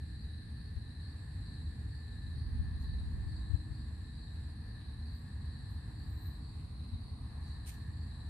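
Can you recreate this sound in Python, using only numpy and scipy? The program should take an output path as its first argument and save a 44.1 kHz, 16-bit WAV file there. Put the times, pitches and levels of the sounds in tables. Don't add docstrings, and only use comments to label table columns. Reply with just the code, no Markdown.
import sys
import numpy as np
from scipy import signal
from scipy.fft import rfft, irfft
from scipy.io import wavfile

SR = 44100
rng = np.random.default_rng(int(sys.argv[2]) if len(sys.argv) > 2 else 0)


def to_wav(s):
    ch = np.atleast_2d(s).T
    pcm = np.round(np.clip(ch, -1, 1) * 32767)
    wavfile.write(sys.argv[1], SR, pcm.astype(np.int16))


N = 365588
T = np.arange(N) / SR
FREQS = np.fft.rfftfreq(N, 1 / SR)

# (frequency [Hz], relative level [dB])
CHORUS_TONE = [(3300, -15.5), (3600, -11), (3820, -2.5), (4150, 2.5), (4550, -0.5), (4750, -12),
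               (5100, -15.5), (6500, -45.5), (7700, -23.5), (8200, -11.5), (8600, -16.5), (9200, -13),
               (9950, -14), (10300, -36), (12000, -35)]
# (frequency [Hz], relative level [dB])
AIR_TONE = [(250, 0), (450, 5.5), (600, -5), (780, -1), (1120, -5.5), (1350, -6), (2000, -2), (2270, -10),
            (2550, -6), (3200, -21), (6000, -21.5), (11000, -17.5), (12500, -28), (15000, -27)]
# (frequency [Hz], relative level [dB])
ROAD_TONE = [(580, -10.5), (720, -2), (850, -1.5), (1120, 0.5), (1350, -11), (1800, -13.5)]
# (time [s], level [dB])
ROAD_LOUDNESS = [(0, -85), (1.1, -72.5), (2.15, -74), (2.45, -70.5), (3.5, -68.5), (4, -72.5), (6.2, -68.5),
                 (6.9, -69), (7.35, -64.5), (7.7, -66.5), (7.9, -70), (8.29, -67)]
# (pitch [Hz], level [dB])
HUM_NOTES = [(76.7, -51), (153.4, -67), (230.3, -68.5), (307.2, -76)]
# (peak time [s], pitch [Hz], level [dB], half length [s])
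OVERTONE_SWELLS = [(1.6, 307.2, -71, 0.3), (2.552, 234.1, -54, .11), (3.555, 307.2, -62.5, 0.32),
                   (6.3, 307.2, -66, 0.39), (6.96, 230, -59, 0.16)]
# (frequency [Hz], relative level [dB])
RUMBLE_TONE = [(12, -37), (20, -32.5), (60, -0.5), (81, 1), (112, -4), (177, -15.5), (237, -17.5),
               (279, -22.5), (313, -27), (360, -35.5), (420, -54), (550, -73), (920, -120)]
# (time [s], level [dB])
RUMBLE_LOUDNESS = [(0, -43), (.8, -43), (1.05, -44.5), (1.55, -42), (1.85, -41), (2.02, -46.5), (2.25, -41),
                   (4.1, -43), (4.6, -43), (5.2, -44), (5.65, -41), (6.5, -43.5), (8.29, -42)]
# (start [s], end [s])
MOLE_PHRASES = [(0, 6.31), (7.25, 8.29)]
# (time [s], pace [strokes/s])
MOLE_PACE = [(0, 98), (1, 98.1), (2.5, 97.7), (4.8, 97.9), (6.3, 98.4), (8.29, 98.1)]
# (time [s], level change [dB])
MOLE_EFFORT = [(0, -0.5), (1.6, 0), (2.6, 1.5), (3.5, 0.5), (3.9, -1.5), (6.3, 0), (7.3, -2.5), (7.8, 0.5),
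               (8.29, -2)]
# (time [s], boost [dB])
MOLE_FLARES = [(2.66, 8), (4.47, 4), (4.65, 6), (4.77, 8), (7.76, 4), (7.88, 8)]
# (start [s], end [s], relative full level [dB])
SWELLING_TRILLS = [(-2.5, 0.21, -76), (0.4, 2.26, -76), (2.5, 4.44, -75.5), (4.5, 6.6, -76.5), (7, 9, -76)]
# (start [s], end [s])
SHORT_TRILLS = [(1.2, 1.65), (3.2, 3.8), (5.3, 5.3), (7.15, 7.5)]
# (pitch [Hz], pace [strokes/s], level [dB], left minus right [dB])
FAR_CRICKETS = [(8800, 52, -84.5, -3), (9210, 118, -86, 3), (9300, 112, -88, 2)]
# (start [s], wing strokes [count], relative level [dB])
SLOW_SONG = [(.105, 7, -56.5), (.768, 7, -57), (1.381, 7, -56.5), (2.036, 7, -57), (2.754, 6, -56),
             (3.323, 7, -56.5), (4.042, 8, -58.5), (4.703, 10, -59.5), (5.417, 7, -58.5), (6.074, 7, -58),
             (6.751, 6, -58), (7.369, 7, -59), (8.114, 5, -56.5)]
# (start [s], relative level [dB])
QUICK_SONG = [(0.135, -58), (0.58, -59.5), (1.023, -56.5), (1.463, -58), (1.912, -57.5), (2.361, -56.5),
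              (2.83, -56.5), (3.286, -55.5), (3.716, -58.5), (4.156, -59), (4.620, -58.5), (5.060, -57.5),
              (5.51, -60), (5.964, -58.5), (6.413, -58), (7.005, -59), (7.443, -57.5), (7.933, -59)]
# (time [s], level [dB], pitch [Hz])
MIC_BUMPS = [(0.774, -29.5, 62), (2.603, -21.5, 65), (2.81, -33, 62), (3.27, -26.5, 65),
             (3.51, -24.5, 79.6), (3.545, -17.5, 79.7), (3.715, -31, 60.1), (6.94, -31, 62)]
# (peak time [s], level [dB], rise [s], fall [s],
# centre frequency [Hz], width [Hz], left minus right [dB])
HAND_BRUSHES = [(2.825, -69, 0.024, 0.024, 8900, 7000, -4), (4.82, -69.5, 0.018, .035, 3200, 2400, -4),
                (5.15, -76, .02, 0.062, 14000, 1800, 6), (5.715, -75.5, .018, .04, 13200, 3500, -5),
                (6.13, -76, 0.1, .08, 14300, 1400, 9), (6.275, -65, 0.074, .04, 13500, 2200, 6),
                (6.6, -74, .02, .04, 2500, 1000, -2), (6.85, -74, .02, .04, 2600, 1200, -2),
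                (7.49, -72, 0.04, .05, 7500, 7000, -2), (7.738, -71, .012, 0.026, 13000, 3000, -4)]
# (frequency [Hz], relative level [dB])
SWISH_TONE = [(1500, -5), (2400, 0), (3100, -1.5), (4000, -1.5), (5000, -4.5), (6500, -2.5), (8600, -0.5),
              (12000, -4.5), (14500, -6.5)]


def undb(db):
    return 10 ** (np.asarray(db) / 20)


def unit(x):
    return x / np.sqrt(np.mean(x ** 2))


def curve(rows):
    return np.interp(T, *np.transpose(rows))


def held(start, end, rise_s, fall_s):
    return np.exp(-np.maximum(np.maximum((start - T) / rise_s, (T - end) / fall_s), 0))


def hill(peak_s, half_length_s):
    return np.exp(-((T - peak_s) / half_length_s) ** 2)


def pan(left_db):
    return undb(np.array([[left_db], [-left_db]]) / 2)


def wobble(rate):
    return unit(irfft(rfft(rng.standard_normal(N)) * np.exp(-(FREQS / rate) ** 2), N))


def colour(points):
    hz, db = np.transpose(points)
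    edges = np.minimum(FREQS / hz[0], 1) ** 2 * np.minimum(hz[-1] / (FREQS + 1), 1) ** 4
    return undb(np.interp(np.log(FREQS + 1), np.log(hz), db)) * edges


def noise(gain, alike_hz=520):
    shared, apart = rfft(rng.standard_normal((2, N)))
    alike = 1 / (1 + (FREQS / alike_hz) ** 2)
    stereo = shared * np.sqrt(1 + alike) + np.array([[1], [-1]]) * apart * np.sqrt(1 - alike)
    return unit(irfft(gain * stereo, N))


def garden(x, echo_db, echo_s, left_db=0):
    t = T[:SR // 2]
    echoes = rng.standard_normal((2, len(t))) * np.exp(-np.log(1000) * t / echo_s) * (t > .008)
    echoes *= undb(echo_db) / np.sqrt(np.sum(echoes ** 2, axis=1, keepdims=True))
    echoes[:, :1] = pan(left_db)
    return signal.fftconvolve(x[None], echoes, axes=1)[:, :N]


def background():
    shimmer_db = .5 * wobble(4) + .8 * wobble(35)
    chorus = noise(colour(CHORUS_TONE)) * undb(-65 + shimmer_db) * pan(-.15)
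    flutter_db = .7 * wobble(9)
    air = noise(colour(AIR_TONE)) * undb(-67 + flutter_db)
    waver_db = .7 * wobble(8)
    road = noise(colour(ROAD_TONE), alike_hz=815) * undb(curve(ROAD_LOUDNESS) + waver_db)
    return chorus + air + road


def machine():
    clock = np.cumsum(1 + .00359 * wobble(3.88)) / SR
    hum = sum(undb(db + 3.63 * wobble(5.3)) * np.sin(2 * np.pi * hz * clock) for hz, db in HUM_NOTES)
    swells = sum(undb(db) * hill(peak, half_length) * np.sin(2 * np.pi * hz * clock)
                 for peak, hz, db, half_length in OVERTONE_SWELLS)
    rumble = noise(colour(RUMBLE_TONE), alike_hz=650) * undb(curve(RUMBLE_LOUDNESS) + .7 * wobble(7.4))
    return np.sqrt(2) * (hum + swells) + rumble


def trill(pitch_hz, stroke_hz, ring_share, fall_hz, wander, slip):
    pace = stroke_hz * (1 + wander * wobble(10))
    strokes = np.cumsum(pace) / SR
    stroke_progress = strokes % 1
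    offset = slip * rng.standard_normal(N // 50)[strokes.astype(int)]
    ring_progress = np.minimum(stroke_progress / ring_share, 1)
    cycles = stroke_progress / pace * (pitch_hz + fall_hz * (1 - ring_progress) / 2)
    return unit(np.sin(np.pi * ring_progress) * np.sin(2 * np.pi * cycles + offset))


def mole_cricket():
    pace = curve(MOLE_PACE)
    note = trill(pitch_hz=1762, stroke_hz=pace, ring_share=.7, fall_hz=20, wander=.003, slip=.29)
    rasp = trill(pitch_hz=1752, stroke_hz=pace, ring_share=.5, fall_hz=220, wander=.008, slip=2.5)
    phrases = sum(held(start, end, rise_s=.02, fall_s=.13) for start, end in MOLE_PHRASES)
    effort = phrases * undb(curve(MOLE_EFFORT))
    burrow = np.exp(-((FREQS - 1735) / 170) ** 2)
    note = unit(irfft(rfft(note) * burrow, N))
    flutter_db = 1.6 * wobble(18) + sum(db * hill(peak, .023) for peak, db in MOLE_FLARES)
    note = garden(note * effort * undb(-71 + flutter_db), echo_db=-9, echo_s=.4, left_db=2)
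    rasp = garden(rasp * effort * undb(-76), echo_db=6, echo_s=.5)
    return note + rasp * pan(.8)


def high_crickets():
    first = trill(pitch_hz=7660, stroke_hz=99, ring_share=.42, fall_hz=560, wander=.03, slip=2.5)
    second = trill(pitch_hz=8270, stroke_hz=86.7, ring_share=.62, fall_hz=416, wander=.016, slip=2)
    swell_s, fade_s = .58, .045
    long_trills = 0
    for start, end, db in SWELLING_TRILLS:
        swell = 1 - np.exp(-(np.maximum(T - start, 0) / swell_s) ** 2)
        long_trills += undb(db) * swell * held(start, end, swell_s, fade_s)
    short_trills = sum(held(start, end, fade_s, fade_s) for start, end in SHORT_TRILLS)
    first *= long_trills * undb(-12.1 + 1.2 * wobble(6))
    second *= short_trills * undb(-89.5)
    return pan(3.1) * garden(first + second, echo_db=9, echo_s=.49)


def far_crickets():
    songs = 0
    for hz, pace, db, left_db in FAR_CRICKETS:
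        song = trill(hz, pace, ring_share=.9, fall_hz=60, wander=.012, slip=1.8) * undb(wobble(2.4))
        songs += undb(db) * pan(left_db) * unit(garden(song, echo_db=9, echo_s=.33))
    return songs


def chirps(song, every_s, last_lag_s, note_s, pitch_hz, fall_hz, first_db, spread_db):
    sound = np.zeros(N + SR)
    progress = T[:int(note_s * SR)] / note_s
    for start, count, db in song:
        for k, (pitch_luck, level_luck, time_luck) in enumerate(rng.standard_normal((count, 3))):
            hz = pitch_hz * (1 + .012 * pitch_luck) + fall_hz * (.5 - progress)
            note = np.sin(np.pi * progress) * np.sin(2 * np.pi * np.cumsum(hz) / SR)
            gain = undb(db + first_db / (1 + k) + spread_db * level_luck)
            middle = start + k * every_s + last_lag_s * (k == count - 1) + .00043 * time_luck
            i = max(int((middle - note_s / 2) * SR), 0)
            sound[i:i + len(note)] += gain * note
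    return sound[:N]


def field_crickets():
    slow = chirps(SLOW_SONG, every_s=.0463, last_lag_s=.003, note_s=.0115,
                  pitch_hz=4035, fall_hz=480, first_db=-4, spread_db=1.2)
    triplets = [(start, 3, db) for start, db in QUICK_SONG]
    quick = chirps(triplets, every_s=.038, last_lag_s=.004, note_s=.01,
                   pitch_hz=4445, fall_hz=580, first_db=-2.5, spread_db=.8)
    slow = garden(slow, echo_db=2.8, echo_s=.25, left_db=5)
    quick = garden(quick, echo_db=6.5, echo_s=.19, left_db=7)
    return undb(-.1) * slow + undb(-1.2) * quick


def bumps():
    clock = np.cumsum(1 + .122 * wobble(41.4)) / SR
    thuds = sum(undb(db) * hill(peak, .012) * np.sin(2 * np.pi * hz * clock)
                for peak, db, hz in MIC_BUMPS)
    return thuds * np.array([[1], [.1]])


def grip():
    shifting = held(2.62, 3.2, rise_s=.28, fall_s=.32)
    openings = undb(-42.5) * noise(colour([(30, -6), (55, 8.5), (90, -2.5), (160, -26)]), alike_hz=17)
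    case = undb(-43.5) * noise(colour([(70, 6), (130, -2.5), (260, -20), (400, -35)]), alike_hz=905)
    return (openings + case) * shifting


def brushes():
    hisses = 0
    for peak, db, rise, fall, hz, width, left_db in HAND_BRUSHES:
        hiss = noise(np.exp(-2 * ((FREQS - hz) / width) ** 2))
        hisses += undb(db) * pan(left_db) * held(peak, peak, rise, fall) * hiss
    return hisses


def swish():
    end_s, left_db = 7.694, -3
    stroke = held(7.671, end_s, rise_s=.008, fall_s=.012) * pan(left_db)
    tail = undb(-2) * held(end_s, end_s, rise_s=.008, fall_s=.058)
    hiss = undb(-57.3) * (stroke + tail) * noise(colour(SWISH_TONE))
    slips = trill(pitch_hz=8900, stroke_hz=170, ring_share=.9, fall_hz=430, wander=.1, slip=2.5)
    squeak = undb(-61.5) * held(7.668, end_s, rise_s=.0041, fall_s=.006) * slips
    return hiss + garden(squeak, echo_db=-10, echo_s=.25, left_db=left_db)


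def scene():
    crickets = field_crickets() + mole_cricket() + high_crickets() + far_crickets()
    distance = background() + machine()
    handling = grip() + bumps()
    rubbing = (brushes() + swish()) * undb(1.8 * wobble(200))
    return crickets + distance + handling + rubbing


def record(dry):
    return signal.sosfilt(signal.ellip(10, .2, 70, 14500, fs=SR, output="sos"), dry)


dry = scene()
out = record(dry)
to_wav(out)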